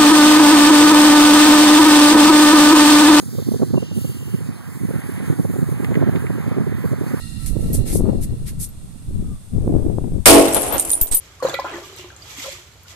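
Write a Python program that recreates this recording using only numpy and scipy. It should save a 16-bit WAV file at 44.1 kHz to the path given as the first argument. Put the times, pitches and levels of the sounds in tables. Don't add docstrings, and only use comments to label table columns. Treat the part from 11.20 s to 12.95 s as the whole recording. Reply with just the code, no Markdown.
import sys
import numpy as np
from scipy import signal
from scipy.fft import rfft, irfft
from scipy.io import wavfile

SR = 44100
rng = np.random.default_rng(int(sys.argv[2]) if len(sys.argv) > 2 else 0)


def persist_wave(psi):
    counts = np.round(np.clip(psi, -1, 1) * 32767).astype(np.int16)
    wavfile.write(sys.argv[1], SR, np.atleast_2d(counts).T)


N = 77175
BUBBLE_ATTACK_S, BUBBLE_RISE_PER_S = 0.00082, 0.17
SPRAY_PAN_DB = -2.65

# start in seconds, air pocket pitch in Hz, its level in dB,
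# seconds before it fades, fade time in seconds (to fall by 60 dB), slap level in dB.
SLOP_HITS = [(0.224, 509, -16, 0.012, 0.034, -23), (0.244, 538, -20, 0.0036, 0.06, -50),
             (0.249, 513.7, -7, 0.002, 0.057, -21.5), (0.2851, 514, -18, 0.0013, 0.03, -23),
             (0.332, 500, -33, 0.0037, 0.035, -30), (0.339, 539, -19, 0.0062, 0.025, -43),
             (0.3893, 766, -11.5, 0.0017, 0.01, -42), (0.3936, 1022, -18.5, 0.0053, 0.019, -39),
             (0.394, 560, -21.5, 0.0054, 0.033, -44), (.444, 573, -24.5, 0.0019, 0.05, -30.5),
             (0.4475, 833, -32, 0.0021, 0.12, -46), (0.461, 990, -24.5, 0.0035, 0.028, -47),
             (0.583, 553, -26, 0.0021, 0.024, -42), (1.242, 530, -36, 0.011, 0.039, -50),
             (1.260, 520, -36, 0.02, 0.14, -34.5), (1.2811, 565.6, -29, 0.0099, 0.038, -62)]
# frequency in Hz, relative level in dB.
SLAP_TONE = [(25, -50), (80, -32), (145, -9), (205, -21), (280, 0), (400, -5.5), (800, 3.5), (1400, -7.5),
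             (2000, -19.5), (2800, -39), (5000, -33), (14000, -40)]
def slops():
    out = np.zeros((2, N))
    for start, hz, db, hold, fade_s, slap_db in SLOP_HITS:
        add(out, start, amp(db) * ring(hz, fade_s, attack_s=0.00095, rise_per_s=0.97, hold_s=hold))
        add(out, start, amp(slap_db) * burst(SLAP_TONE, fade_s=0.078))
    return out


# start in seconds, pitch in Hz, level in dB, fade time in seconds,
# how much louder on the left in dB.
SINGLE_BUBBLES = [(.201, 1120, -36.5, .16, -7), (.226, 1390, -23.5, 0.029, 8),
                  (.24, 145.3, -42.5, 0.38, -1), (.251, 950, -18.5, 0.042, 1), (0.269, 3900, -28, .035, 2),
                  (.271, 1070, -20, 0.031, -2), (.294, 4610, -28, .026, 1), (.296, 3506, -26, 0.038, -3),
                  (0.3431, 1386, -19.5, 0.022, 10), (0.34, 3995, -23, 0.039, 12),
                  (0.341, 2433, -31.5, 0.092, -13), (.344, 3423, -26.5, 0.045, -7),
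                  (.345, 2193, -23.5, 0.025, -11.5), (.346, 1982, -25.5, 0.099, -8.5),
                  (.351, 2373, -24.5, 0.042, -9), (.366, 1380, -28, 0.071, -6),
                  (.397, 4846, -31.5, 0.041, -4), (.40, 1690, -31, 0.051, 6),
                  (.419, 1032, -26.5, 0.037, -2), (0.448, 1402, -27, 0.09, 1), (.449, 1020, -22, 0.1, 0),
                  (0.465, 1360, -24, 0.021, -7), (.513, 7540, -30, 0.017, 1),
                  (.521, 3950, -33.5, 0.035, -4), (0.538, 1930, -31.5, 0.094, -2),
                  (.636, 1160, -38.5, 0.11, -4), (0.697, 3070, -36, 0.024, -4), (.903, 1564, -33.5, .04, 8),
                  (.921, 565, -40, 0.051, -1), (0.921, 1365, -43, 0.08, 0),
                  (0.965, 7340, -31.5, 0.014, 10.5), (1.022, 4770, -32.5, 0.026, -10),
                  (1.183, 276, -35, .09, 0), (1.198, 2086, -24, 0.032, -5), (1.244, 1340, -30, 0.037, 2),
                  (1.252, 1036, -34.5, 0.07, -5), (1.349, 1190, -35.5, 0.028, -13),
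                  (1.657, 1444, -40, 0.052, 6)]
def bubbles():
    out = np.zeros((2, N))
    for start, hz, db, fade_s, side_db in SINGLE_BUBBLES:
        plink = ring(hz, fade_s, BUBBLE_ATTACK_S, BUBBLE_RISE_PER_S)
        shake = wobble(len(plink), rate_hz=75) + 1j * wobble(len(plink), rate_hz=75)
        fluttering = (signal.hilbert(plink) * (1 + 0.33 * shake)).real
        add(out, start, amp(db) * pan(side_db) * fluttering)
    return out


# start in seconds, level in dB, multiplier for the tub's pitches.
DRIBBLE_HITS = [(0.445, -33, 0.98), (.519, -35.5, .88), (.531, -35, 0.97), (.543, -32.5, 1), (.558, -33, 1),
                (0.619, -37, 1.14), (0.669, -43, 1.01), (0.697, -41.5, 1.13), (0.727, -41.5, 1.08),
                (.793, -37.5, 1.06), (.843, -36.5, 1.03), (1.329, -44, 1.05), (1.385, -46, 1.03)]
# pitch in Hz, relative level in dB, fade time in seconds.
TUB_NOTES = [(298, -47, 0.022), (350.5, 1.5, 0.15), (386, -10, 0.11), (555, -4, 0.059), (1024, -0.5, 0.027),
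             (1400, -24, .25)]
def dribbles():
    out = np.zeros((2, N))
    for start, db, pitch in DRIBBLE_HITS:
        tub = sum(amp(note_db) * ring(hz * pitch, fade_s, BUBBLE_ATTACK_S)
                  for hz, note_db, fade_s in TUB_NOTES)
        add(out, start, amp(db) * tub)
        add(out, start, amp(db - 2) * burst(SLAP_TONE, fade_s=0.023))
    return out


# time in seconds, level in dB.
CHURN_LEVEL = [(0, -56.5), (.21, -53.5), (.235, -36), (.31, -31.5), (.38, -47.5), (.43, -42), (.475, -34),
               (.5, -33.5), (.555, -35), (.6, -43.5), (.67, -50.5), (.8, -49), (.97, -53), (1.16, -48),
               (1.26, -48.5), (1.4, -53.5), (1.62, -61), (1.75, -49.5)]
# frequency in Hz, relative level in dB.
CHURN_TONE = [(150, -31), (260, 0), (350, 0.5), (600, -3), (1000, 0), (1500, -1), (2200, -11),
              (3200, -11.5), (6000, -27)]
def churn():
    crowd = shower(297.9, 3243, per_s=1500, spread_db=3, cycles=8.8)
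    return level(CHURN_LEVEL) * colour(crowd, CHURN_TONE)


# time in seconds, level in dB.
SPLASH_LEVEL = [(.215, -81), (.232, -36), (.258, -38.5), (.28, -38), (.295, -31), (.31, -45), (.33, -41),
                (.345, -38), (.36, -56), (.42, -61)]
# frequency in Hz, relative level in dB.
SPLASH_TONE = [(1650, -40), (2800, -31), (4170, 5), (5380, -10.5), (6710, -0.5), (7600, 0), (8480, -18),
               (11000, -12), (14500, -18)]
def splash():
    droplets = shower(2810, 15600, per_s=2200, spread_db=2.5, cycles=8)
    return level(SPLASH_LEVEL) * pan(SPRAY_PAN_DB) * colour(droplets, SPLASH_TONE)


# time in seconds, relative level in dB.
SPRAY_LEVEL = [(0, -52), (.21, -58.5), (.43, -53.5), (.55, -49.5), (.66, -48.5), (.76, -53), (.785, -41),
               (.82, -49.5), (.94, -61), (1.03, -50), (1.1, -42.5), (1.134, -45.5), (1.17, -42.5),
               (1.185, -36.5), (1.225, -38.5), (1.26, -36.5), (1.3, -42), (1.325, -39), (1.36, -48.5),
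               (1.496, -57.5), (1.656, -59), (1.706, -44.5), (1.75, -55.5)]
# frequency in Hz, relative level in dB.
SPRAY_TONE = [(300, -32), (900, -34), (1300, -11), (1600, -12), (2170, -2.5), (2600, -6), (3360, -1),
              (4060, -4.5), (6920, -3.5), (8000, -6.5), (8940, -18), (11000, -12), (14300, -12)]
def spray():
    droplets = shower(933, 13400, per_s=9000, spread_db=2, cycles=1.32)
    fizz = colour(droplets, SPRAY_TONE)
    spurts = amp(2.5 + 1.5 * wobble(N, rate_hz=45)[0])
    return spurts * level(SPRAY_LEVEL) * pan(SPRAY_PAN_DB) * fizz


# time in seconds, level in dB.
DRIP_LEVEL = [(0, -66), (.3, -54), (.45, -53), (.55, -48), (.7, -53), (.8, -44), (.95, -59.5), (1.1, -59),
              (1.2, -42), (1.33, -43.5), (1.45, -70), (1.75, -66)]
# frequency in Hz, relative level in dB.
DRIP_TONE = [(1500, -8), (2200, -2), (3000, 4.5), (5000, -4), (7500, 1), (9000, -37), (14000, -22)]
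def drips():
    drops = shower(1701, 11000, per_s=260, spread_db=3, cycles=11)
    return level(DRIP_LEVEL) * pan(SPRAY_PAN_DB) * colour(drops, DRIP_TONE)


# start in seconds, level in dB, fade time in seconds,
# centre pitch in Hz, width in octaves.
DROP_TICKS = [(.202, -40, .012, 6500, 0.55), (0.227, -32.5, .016, 5000, 1), (0.2704, -29, .012, 4200, 0.33),
              (0.285, -25, 0.013, 6000, 0.29), (0.2966, -28, .014, 6100, 0.29),
              (0.3427, -21.5, 0.02, 3820, 0.25), (0.3423, -26, 0.013, 13500, .3),
              (.398, -28, 0.018, 4600, 0.26), (.3985, -32.5, 0.015, 14000, 0.13),
              (.5555, -32, .005, 5000, .5), (.7628, -30, .007, 11500, .6), (.9641, -33, .012, 7200, .2),
              (1.6335, -37, .009, 13000, .5), (1.683, -35, 0.013, 4200, .5)]
def ticks():
    out = np.zeros((2, N))
    hz = np.geomspace(1000, 15000, num=40)
    for start, db, fade_s, centre_hz, octaves in DROP_TICKS:
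        peak_db = -5 * (np.log2(hz / centre_hz) / octaves) ** 2
        tone = np.column_stack([hz, np.maximum(peak_db, -31)])
        add(out, start, amp(db) * burst(tone, fade_s))
    return out


# delay in seconds, level in dB.
FIRST_ECHOES = [(.0095, -11), (0.0245, -25.5)]
def echoes(water):
    thin = signal.sosfilt(signal.butter(2, 706, "high", fs=SR, output="sos"), water)
    out = np.zeros((2, N))
    for delay, db in FIRST_ECHOES:
        add(out[:1], delay + 0.0003, amp(db) * thin[1])
        add(out[1:], delay, amp(db) * thin[0])
    return out


# frequency in Hz, level in dB, fade time in seconds.
REFLECTION_BANDS = [(208, 0.5, 0.37), (635, -23.5, 0.33), (1160, -12.5, 0.2), (2240, -0.5, 0.31),
                    (5200, -10.5, 0.61), (11000, -2.5, 0.067)]
def reflections(water):
    bounces = rng.standard_normal((2, SR // 2)) * (rng.random((2, SR // 2)) < 2500 / SR)
    hz, t, bands = signal.stft(unit(bounces), SR, nperseg=256)
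    table = np.array(REFLECTION_BANDS)
    db = look_up(table[:, [0, 1]], hz)[:, None]
    decay = np.log(1000) / look_up(table[:, [0, 2]], hz)[:, None]
    gain = amp(db) * np.sqrt(2 * decay / SR)
    tail = signal.istft(bands * gain * np.exp(-decay * t), SR, nperseg=256)[1]
    return signal.fftconvolve(water, tail, axes=1)[:, :N]


# frequency in Hz, relative level in dB.
YARD_TONE = [(20, -24), (40, -12), (62, 1), (95, 1), (140, -6), (220, -17), (500, -21), (1100, -21),
             (2000, -23), (4000, -28), (7000, -28), (10000, -36), (14500, -35)]
def yard():
    return amp(-48.5) * colour(rng.standard_normal((2, N)), YARD_TONE) * pan(-1.1)


def ring(hz, fade_s, attack_s, rise_per_s=0, hold_s=0):
    t = np.arange(SR // 4) / SR
    onset = 1 - np.exp(-t / attack_s)
    fade = 1000 ** (-np.maximum(t - hold_s, 0) / fade_s)
    return onset * fade * np.sin(2 * np.pi * hz * (t + rise_per_s * t * t / 2))


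def burst(tone, fade_s):
    t = np.arange(SR // 5) / SR
    onset = 1 - np.exp(-t / 0.00024)
    return colour(rng.standard_normal((2, len(t))), tone) * onset * 1000 ** (-t / fade_s)


def shower(low_hz, high_hz, per_s, spread_db, cycles, pitches=32):
    out = np.zeros((2, N))
    for hz in np.geomspace(low_hz, high_hz, pitches):
        hits = rng.random((2, N)) < per_s / pitches / SR
        strength = amp(spread_db * np.minimum(rng.exponential(1, (2, N)), 4))
        fade_s = np.log(1000) * cycles / hz
        ping = ring(hz, fade_s, 0.5 / hz, BUBBLE_RISE_PER_S)[:SR // 10]
        out += signal.oaconvolve(hits * strength, hz * ping[None], axes=1)[:, :N]
    return out


# frequency in Hz, likeness from 0 to 1.
EAR_LIKENESS = [(30, 1), (500, 0.83), (900, 0.45), (1400, 0.51), (2200, 0.14), (14000, 0.052)]
def colour(pair, tone):
    hz = np.fft.rfftfreq(pair.shape[1], 1 / SR)
    left, other = rfft(pair) * amp(look_up(tone, hz))
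    same = np.clip(look_up(EAR_LIKENESS, hz), 0, 1)
    right = same * left + np.sqrt(1 - same ** 2) * other
    return unit(irfft(np.array([left, right]), pair.shape[1]))


def left_first(pair, lead_s):
    delay = np.exp(-2j * np.pi * np.fft.rfftfreq(N, 1 / SR) * lead_s)
    return np.array([pair[0], irfft(rfft(pair[1]) * delay, N)])


def narrow_bass(pair, bass_width=0.51, edge_hz=410):
    hz = np.fft.rfftfreq(N, 1 / SR)
    width = 1 - (1 - bass_width) / (1 + (hz / edge_hz) ** 4)
    side = irfft(rfft(pair[0] - pair[1]) / 2 * width, N)
    return pair.mean(0) + np.array([side, -side])


def wobble(size, rate_hz):
    hz = np.fft.rfftfreq(size, 1 / SR)
    noise = rfft(rng.standard_normal((2, size)))
    return unit(irfft(noise * np.exp(-(hz / rate_hz) ** 2), size))


def amp(db):
    return 10 ** (np.asarray(db) / 20)


def unit(x):
    return x / np.sqrt(np.mean(x ** 2) + 1e-20)


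def look_up(points, hz):
    row_hz, value = np.transpose(points)
    return np.interp(np.log(hz + 1), np.log(row_hz + 1), value)


def level(points):
    return amp(np.interp(np.arange(N) / SR, *np.transpose(points)))


def pan(db):
    return amp(np.array([[db], [-db]]) / 2)


def add(mix, start_s, sound):
    part = mix[:, max(round(start_s * SR), 0):][:, :sound.shape[-1]]
    part += sound[..., :part.shape[1]]


def scene():
    tub = (slops() + dribbles() + churn()) * pan(-0.3) + bubbles() + splash() + ticks()
    water = left_first(tub, lead_s=0.00006) + left_first(spray() + drips(), lead_s=0.00035)
    return narrow_bass(water + echoes(water) + reflections(water)) + yard()


def record(dry):
    low_pass = signal.firwin(511, 14450, window=("kaiser", 9), fs=SR)
    return signal.oaconvolve(dry, low_pass[None], "same")


dry = scene()
out = record(dry)
persist_wave(out)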